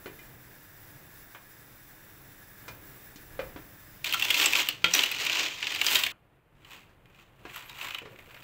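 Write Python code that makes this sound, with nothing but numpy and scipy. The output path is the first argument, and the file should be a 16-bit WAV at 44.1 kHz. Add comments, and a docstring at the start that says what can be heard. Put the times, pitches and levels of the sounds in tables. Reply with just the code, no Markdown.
"""Over a gas flame with thin steam whistles, a lid knocks and its struck glass rings on. A spatula then turns
the shellfish in the pan: noisy blows shake a bank of short shell resonances. Abruptly the scene changes: a
quieter passage follows over room tone, then the worktop, where the pan is tilted over a colander: shells slide
and tick, the pan knocks, two thin squeaks pass, and the first broth dribbles out as ringing bubbles and
pattering drops. Noise echoes stand for the tiled kitchen."""
import sys
import numpy as np
from scipy import signal
from scipy.fft import rfft, irfft, next_fast_len
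from scipy.io import wavfile

SR = 44100
rng = np.random.default_rng(int(sys.argv[2]) if len(sys.argv) > 2 else 0)


def bounce(signal):
    """Save signal as a 16-bit WAV file at the path given by the first command-line argument."""
    frames = np.transpose(np.atleast_2d(signal))
    limited = np.clip(frames, -1, 1)
    pcm = np.round(limited * 32767).astype(np.int16)
    wavfile.write(sys.argv[1], SR, pcm)


N = 371763

JUMP_S = 6.12   # the scene changes: the part with the flame ends and the quieter part begins
KITCHEN_T60_S, WALL_CUT_HZ = .24, 5000
CUTOFF_HZ = 16984   # everything above is removed
EDGE_DB = -16.5   # a slide's level at both ends of its swell and fade, relative to its loudest
LOOSENED_DB, SETTLE_S = -26.5, .25   # a blow leaves its neighbours rattling: level under the blow, t60

# The stove's background layers: start_s, gas_hiss_db, room_rumble_db, handling_rumble_db
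STOVE_LEVELS = [(0.15, -54.5, -55.5, -77), (0.6, -53.5, -56, -94), (2.5, -53.5, -56, -82),
                (2.75, -52.5, -51, -73), (3.2, -53, -56.5, -59.5), (3.45, -53.5, -49, -52),
                (3.7, -54, -55.5, -65.5), (4.0, -54.5, -57, -63.5), (4.81, -65, -57, -84)]
# Spectrum of the gas hiss: frequency_hz, density_db (per Hz, relative)
HISS_SPECTRUM = [(350, -22), (600, -13), (1680, 6), (2980, -7.5), (7800, -9.5), (10200, -13), (10900, -7.5),
                 (15000, 1.5), (16100, 11), (16800, -57.5)]
# Burner resonances in the hiss: frequency_hz, width_hz, boost_db
BURNER_PEAKS = [(1686, 36, 6), (3620, 160, 8.5), (5770, 540, 5), (7640, 680, 6), (11130, 330, 11)]
# Steam whistles: pitch_hz, level_db (over the hiss)
STEAM_WHISTLES = [(1850, -15.5), (5040, -18), (8650, -27), (13500, -14.5), (14900, -9), (15400, -10.5)]
# Spectrum of the room: frequency_hz, density_db (per Hz, relative)
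ROOM_SPECTRUM = [(12, -47.5), (20, -2.5), (75, -7.5), (125, -1), (252, -13.5), (299, -10), (325, -11.5),
                 (848, -16), (1330, -19), (2690, -23.5), (5440, -43.5), (15000, -37.5), (16800, -54)]
# Room tone once the hiss has stopped: start_s, level_db
QUIET_ROOM_LEVELS = [(6.2, -63.5), (6.5, -64), (6.6, -60), (7.3, -59.5), (8.43, -56.5)]
# Broth dribbling through the holes: start_s, gurgle_db
BROTH_LEVELS = [(7.99, -92), (8.03, -61.5), (8.43, -59)]
# Thin squeaks: start_s, length_s, pitch_hz, level_db
SQUEAK_EVENTS = [(7.53, .08, 11600, -58), (7.63, .08, 13200, -57)]
# Things knocked: start_s, thud_db, thud_hz, then over the thud clank_db, crack_db, ring_db; body whose modes
# ring (lid or pan); the two 100 Hz rows are low bumps as the pan is handled
KNOCK_EVENTS = [(0.059, -25.5, 405, -6.5, -31, -20, "lid"), (0.191, -59, 330, 7, 7, 9, "lid"),
                (1.348, -54, 890, 18.5, -10, -2, "lid"), (2.681, -35, 465, 1.5, -3.5, -11, "lid"),
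                (3.159, -38, 294, -16, -4, -20, "lid"), (3.392, -19.5, 524, -7, -41, -24, "lid"),
                (3.561, -32, 312, -2.5, -39, -28, "lid"), (4.8425, -23.5, 517, 1, -22, 0.5, "pan"),
                (6.552, -43, 100, -30, -32, -33, "pan"), (6.893, -43, 100, -11, -23, -30, "pan"),
                (7.452, -34, 354, 1.5, -38.5, -31, "pan"), (8.018, -34.5, 443, -9, -21, -33, "pan"),
                (8.056, -33, 432, -4.5, -34, -28, "pan")]
# Ringing modes of the glass lid: pitch_hz, level_db, t60_s
LID_MODES = [(2070, 1, 0.11), (2420, -0.5, 0.17), (3000, -8.5, 0.15), (3600, -20, 0.18)]
# Ringing modes of the pan: pitch_hz, level_db, t60_s
PAN_MODES = [(178, -19, .4), (1394, -1, .11), (1992, -3, .06), (2110, -9, .1), (2450, -7, .1),
             (2650, -9, .07), (3305, -2, .15), (3672, -6, .15)]
# The heap shifts under spatula or tilt: loudest_s, swell_s, fade_s, level_db, treble_db (over shell colour)
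HEAP_SLIDES = [(4.048, 0.0057, 0.29, -30, -4.5), (4.25, 0.072, 0.046, -27.5, -2.5),
               (4.411, 0.16, 0.15, -19.5, -3), (4.571, 0.041, 0.1, -20, -4),
               (4.965, 0.055, .12, -19.5, -3.5), (5.2, 0.12, 0.13, -28, -7), (5.39, 0.33, 0.18, -24, -10),
               (5.7, 0.19, 0.35, -31.5, -11), (5.938, 0.17, 0.15, -22, 1.5),
               (6.719, 0.081, 0.13, -44, -2.5), (7.2, 0.11, 0.1, -53, -3.5), (7.57, 0.12, 0.15, -40.5, -1),
               (7.84, 0.16, 0.14, -34.5, -2.5), (8.4, 0.53, 0.28, -53.5, 4.5)]
# Shell on shell blows: start_s, strike_db, loudest_pitch_hz, treble_db (over shell colour)
SHELL_BLOWS = [(4.0437, -17, 2750, 7), (4.1245, -17, 2710, 9), (4.136, -12.5, 3160, 2),
               (4.1431, -13, 1360, 5), (4.1958, -19, 2760, 9), (4.2231, -10.5, 2760, 0),
               (4.3035, -7.5, 2720, 4.5), (4.3426, -8.5, 2670, -1), (4.3974, -17, 2590, -10),
               (4.4586, -5, 7640, -3), (4.5326, -11, 2600, 0), (4.5522, -7, 2620, -13),
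               (4.6868, -10, 2980, 9.5), (4.8426, -5, 3200, -7), (4.9373, -5.5, 5810, -3),
               (4.9488, -19, 3030, 16), (4.96, -23, 2630, -6), (4.9911, -10, 3060, -17),
               (5.035, -9, 2900, 2), (5.1143, -17.5, 2550, 7), (5.2497, -26, 2540, 13),
               (5.2651, -14, 2700, -2), (5.6268, -16, 2430, -29), (5.6424, -20.5, 3060, -16),
               (5.6689, -14, 2530, -11), (5.7474, -18, 2500, 1), (5.7593, -16.5, 2710, -7),
               (5.8135, -8, 2820, -2), (5.865, -9.5, 4920, -1), (5.8837, -15, 2820, -2),
               (5.9555, -7, 3770, -6), (6.0355, -11.5, 3200, 2), (6.0643, -13, 2260, -2),
               (6.6472, -38, 3020, -6), (7.0565, -44.5, 2430, 0), (7.0994, -50, 1540, 3),
               (7.1464, -47.5, 2920, 0), (7.4954, -35, 2320, -13), (7.5599, -26.5, 1470, 9),
               (7.6953, -29, 3770, 5), (7.8118, -25, 2600, -11), (7.884, -26, 2700, 2),
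               (7.9066, -25, 3000, -2), (7.946, -19, 3000, -6), (7.9845, -24, 2680, 1),
               (8.1885, -32.5, 2160, -8), (8.3448, -35, 2460, -16)]
# Usual shell colour: frequency_hz, density_db (per Hz, relative)
SHELL_COLOUR = [(120, -55), (200, -20.5), (301, -10.5), (534, -15), (597, -10), (680, -14.5), (915, -9),
                (1720, -8.5), (2580, -0.5), (5320, -11), (7710, -10), (9630, -22.5), (15000, -9.5),
                (16800, -41.5)]
# Fuller colour of shells sliding on the pan floor, used after the jump: frequency_hz, change_db
TILTED_COLOUR = [(400, -1.5), (1100, 6.5), (2600, 0), (5500, -7), (7600, -2)]


def from_db(db):
    """Gain of a level in dB."""
    return 10 ** (np.asarray(db) / 20)


def rms_one(x):
    """Scale to unit rms."""
    return x / np.sqrt(np.mean(x ** 2) + 1e-20)


def in_time(rows):
    """Draw each column of a level curve sample by sample."""
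    s, *columns = np.transpose(rows)
    return [np.interp(np.arange(N) / SR, s, column) for column in columns]


def at_hz(points, hz):
    """Read a spectrum on a log-frequency axis."""
    points = np.array(points)
    return np.interp(np.log(hz), np.log(points[:, 0]), points[:, 1])


def band(x, low_hz, high_hz):
    """Band-pass."""
    return signal.sosfilt(signal.butter(2, [low_hz, high_hz], "band", fs=SR, output="sos"), x)


def drift(rate_hz):
    """Slow random wander of rms 1: low-passed noise made at a fortieth of the sample rate."""
    r = np.exp(-80 * np.pi * rate_hz / SR)
    noise = rng.standard_normal(N // 40 + 2002)
    slow = signal.lfilter([1], [1, -2 * r, r * r], noise)[2000:]   # skip the filter's start
    return np.interp(np.arange(N) / 40, np.arange(len(slow)), rms_one(slow))


def ring(clicks, hz, t60_s):
    """A resonator: a unit click sets a dying sine of height 1 ringing."""
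    r, w = from_db(-60 / (t60_s * SR)), 2 * np.pi * hz / SR
    return signal.lfilter([0, np.sin(w)], [1, -2 * r * np.cos(w), r * r], clicks + 1e-18)


def dying(clicks, t60_s):
    """Envelope that jumps at each click and dies away exponentially."""
    return signal.lfilter([1], [1, -from_db(-60 / (t60_s * SR))], clicks + 1e-18)


def coloured(spectrum, peaks=()):
    """Steady noise with a given spectrum and resonant peaks; rms 1."""
    size = next_fast_len(N)
    hz = np.maximum(np.arange(size // 2 + 1) * SR / size, 1)
    level_db = at_hz(spectrum, hz)
    for peak_hz, width_hz, boost_db in peaks:
        level_db = level_db + boost_db / (1 + (2 * (hz - peak_hz) / width_hz) ** 2)
    return rms_one(irfft(rfft(rng.standard_normal(size)) * from_db(level_db), size)[:N])


def quiet_room_tone():
    """The room without the flame: coloured noise with a wandering level."""
    return from_db(in_time(QUIET_ROOM_LEVELS)[0] + drift(6.2)) * coloured(ROOM_SPECTRUM)


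def steam_whistles(half_width_hz, wander):
    """Narrow noise bands whose pitch and strength wander slowly."""
    out = np.zeros(N)
    for hz, level_db in STEAM_WHISTLES:
        phase = np.cumsum(2 * np.pi * hz / SR * (1 + wander * drift(0.85)))
        # slow noise on a carrier spreads to both sides of its pitch
        narrow = rms_one(band(rng.standard_normal(N), 5.4, half_width_hz))
        out += from_db(level_db + 3 * drift(1.2)) * narrow * np.cos(phase)
    return out


def stove_background():
    """Flickering gas hiss with burner resonances and steam, over room rumble and low handling rumble."""
    hiss_db, rumble_db, handling_db = in_time(STOVE_LEVELS)
    gas = coloured(HISS_SPECTRUM, BURNER_PEAKS) + steam_whistles(half_width_hz=130, wander=0.0081)
    out = from_db(hiss_db + 1.1 * drift(8.9)) * gas
    room = coloured(ROOM_SPECTRUM, [(112, 25, 2.4), (300, 73, 4.4)])   # two low bands stand out
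    out += from_db(rumble_db + drift(3.9)) * room
    return out + from_db(handling_db) * rms_one(band(rng.standard_normal(N), 12, 57))


def kitchen(x):
    """Dense echoes off the tiles: a dying, dulled noise as the room's answer."""
    t = np.arange(SR // 2) / SR
    tail = rng.standard_normal(len(t)) * from_db(-60 * t / KITCHEN_T60_S)
    tail = band(tail * (t > .004), 72, WALL_CUT_HZ)   # first echo after 4 ms
    return signal.fftconvolve(x, tail / np.sqrt(np.sum(tail ** 2)))[:len(x)]


def squeaks(t60_s):
    """Brief thin whistles: noise in a narrow resonance under a swell."""
    t, out = np.arange(N) / SR, np.zeros(N)
    for s, length_s, hz, level_db in SQUEAK_EVENTS:
        swell = np.sin(np.pi * np.clip((t - s) / length_s, 0, 1)) ** 2
        out += from_db(level_db) * swell * rms_one(ring(rng.standard_normal(N), hz, t60_s))
    return out


def random_bursts(per_s, spread_db, limit):
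    """Clicks at random moments, with random strengths capped at the limit times the spread."""
    strength = from_db(spread_db * np.minimum(rng.exponential(1, N), limit))
    return strength * (rng.random(N) < per_s / SR)


def gurgle(bubbles_per_s, turns, splash_db):
    """Big bubbles burst at random and ring some cycles; droplets patter on the plastic, higher in pitch."""
    bubbles = random_bursts(bubbles_per_s, 3.3, 4)
    size_class = rng.integers(0, 8, N)
    rings = np.zeros(N)
    for k, hz in enumerate(np.geomspace(330, 620, 8)):
        rings += ring(bubbles * (size_class == k), hz, turns / hz)   # 60 dB down after these turns
    drops = random_bursts(250, 3.6, 4)
    patter = band(dying(drops, 0.017) * rng.standard_normal(N), 1100, 3000)
    return from_db(in_time(BROTH_LEVELS)[0]) * (rms_one(rings) + from_db(splash_db) * rms_one(patter))


def knocks(thud_t60_s, clank_gain_db, clank_t60_s, crack_t60_s):
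    """A dull thud of its own pitch, a rough clank, a crisp crack, and the lid or the pan set ringing."""
    out, clanks, cracks = np.zeros((3, N))
    for s, thud_db, hz, clank_db, crack_db, ring_db, body in KNOCK_EVENTS:
        start = round(s * SR)
        blow = np.zeros(N)
        blow[start] = from_db(thud_db)
        roughness = 0.015 * dying(blow, 0.25) * rng.standard_normal(N)
        out += ring(0.53 * blow + roughness, hz, thud_t60_s)
        clanks += blow * from_db(clank_db)
        cracks += blow * from_db(crack_db)
        at = slice(start, start + SR // 2)
        for mode_hz, level_db, t60_s in {"lid": LID_MODES, "pan": PAN_MODES}[body]:
            mode_db = ring_db + level_db + rng.normal(0, 0.79)   # no two knocks ring alike
            out[at] += from_db(mode_db) * ring(blow[at], mode_hz, t60_s)
    clank_noise = dying(clanks, clank_t60_s) * rng.standard_normal(N)
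    out += from_db(clank_gain_db) * band(clank_noise, 410, 2200)
    return out + band(dying(cracks, crack_t60_s) * rng.standard_normal(N), 3100, 7100)


def sliding():
    """Level and treble of the moving heap in dB: the slides, and the rattle left by each blow."""
    t, loose = np.arange(N) / SR, np.zeros(N)
    for s, strike_db, *_ in SHELL_BLOWS:
        loose[round(s * SR)] = from_db(strike_db + LOOSENED_DB) ** 2
    later = t > JUMP_S
    power = dying(loose, SETTLE_S / 2)   # half the time, because power is the square of level
    power[later] = dying(loose[later], SETTLE_S / 2)   # the rattle does not cross the jump
    slides = []
    for s, swell_s, fade_s, level_db, _ in HEAP_SLIDES:
        away = np.where(t < s, (s - t) / swell_s, (t - s) / fade_s)
        same_part = later == (s > JUMP_S)
        slides.append(from_db(level_db + EDGE_DB * away) ** 2 * same_part)
    slides = np.array(slides) + 1e-30
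    total = slides.sum(axis=0)
    treble_db = np.array(HEAP_SLIDES)[:, -1] @ slides / total   # the louder slide weighs more
    return 10 * np.log10(power + total), treble_db


def shells(count, per_s, spread_db, tick_t60_s, blow_t60_s, width, rub_db, own_db, blow_db, snap):
    """Rough contacts shake a bank of short shell resonances: steady rubbing, a random rattle, single blows."""
    level_db, treble_db = sliding()
    ticks = np.flatnonzero(rng.random(N) < per_s / SR)
    tick_db = level_db[ticks] + spread_db * (np.minimum(rng.exponential(1, len(ticks)), 3.0) - 2)
    tick_hz = 3000 * 2 ** rng.normal(0, 0.4, len(ticks))   # every shell has its own colour
    s, strike_db, pitch_hz, edge_db = np.transpose(SHELL_BLOWS)
    at = np.round(s * SR).astype(int)
    chance_db = rng.normal(0, 0.25, (len(s), count))
    rub = from_db(level_db + rub_db + 2 * drift(27))
    rough = rng.standard_normal((4, N))   # neighbouring resonances are shaken by unrelated roughness
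    out, after_jump = np.zeros(N), (np.arange(N) > JUMP_S * SR).astype(int)
    for k, hz in enumerate(np.geomspace(260, 16000, count)):
        blows, rattle = np.zeros((2, N))
        thin = np.clip(np.log2(hz / 6500) * 2, 0, 1)   # thin edges hiss more or less as the shells turn
        edge_gain = from_db(thin * treble_db)
        own_pitch_db = own_db * np.exp(-(np.log2(hz / pitch_hz) / 0.7) ** 2)
        blows[at] = from_db(strike_db + blow_db + own_pitch_db + chance_db[:, k] + thin * edge_db)
        rattle[ticks] = from_db(tick_db + 11.4 * np.exp(-(np.log2(hz / tick_hz) / 0.16) ** 2))
        shake = dying(blows, blow_t60_s) + (dying(rattle, tick_t60_s) + rub) * edge_gain
        clicks = snap * (blows + rattle * edge_gain)
        part_db = np.array([0, at_hz(TILTED_COLOUR, hz)])   # before and after the jump
        colour = from_db(at_hz(SHELL_COLOUR, min(hz, 15000)) + 4.0 + part_db)[after_jump]
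        out += colour * band(shake * rough[k % 4] + clicks, hz / width, hz * width)
    t = np.arange(SR // 20) / SR
    for i, db, hz in zip(at, strike_db, pitch_hz):   # the struck shell sings briefly at its own pitch
        out[i:i + len(t)] += from_db(db - 10.5 - 60 * t / 0.047) * np.sin(2 * np.pi * hz * t)
    return out


def scene():
    """The part with the flame's hiss, then the quieter part; each keeps its own echoes."""
    with_flame = np.clip((JUMP_S - np.arange(N) / SR) / 0.0036, 0, 1)   # fades in the last 3.6 ms
    near = gurgle(bubbles_per_s=40, turns=22.0, splash_db=0.5)
    near += knocks(thud_t60_s=0.039, clank_gain_db=1.5, clank_t60_s=0.13, crack_t60_s=0.096)
    near += shells(count=34, per_s=600, spread_db=4.5, tick_t60_s=0.0089, blow_t60_s=0.02, width=1.06,
                   rub_db=-3.0, own_db=11, blow_db=-8.0, snap=4.5)
    wet = from_db(-13)
    first = with_flame * (stove_background() + near + wet * kitchen(near * with_flame))
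    later = near * (with_flame == 0)
    later += wet * kitchen(later) + (1 - with_flame) * quiet_room_tone()
    return (first + later + squeaks(t60_s=0.006))[None]


def record(dry):
    """Weakens the highest treble, then removes everything above the cutoff."""
    weaken = signal.ellip(5, .5, 18, 15620, fs=SR, output="sos")
    cut = signal.cheby2(14, 60, CUTOFF_HZ, fs=SR, output="sos")
    return signal.sosfilt(np.vstack([weaken, cut]), dry)


dry = scene()
out = record(dry)
bounce(out)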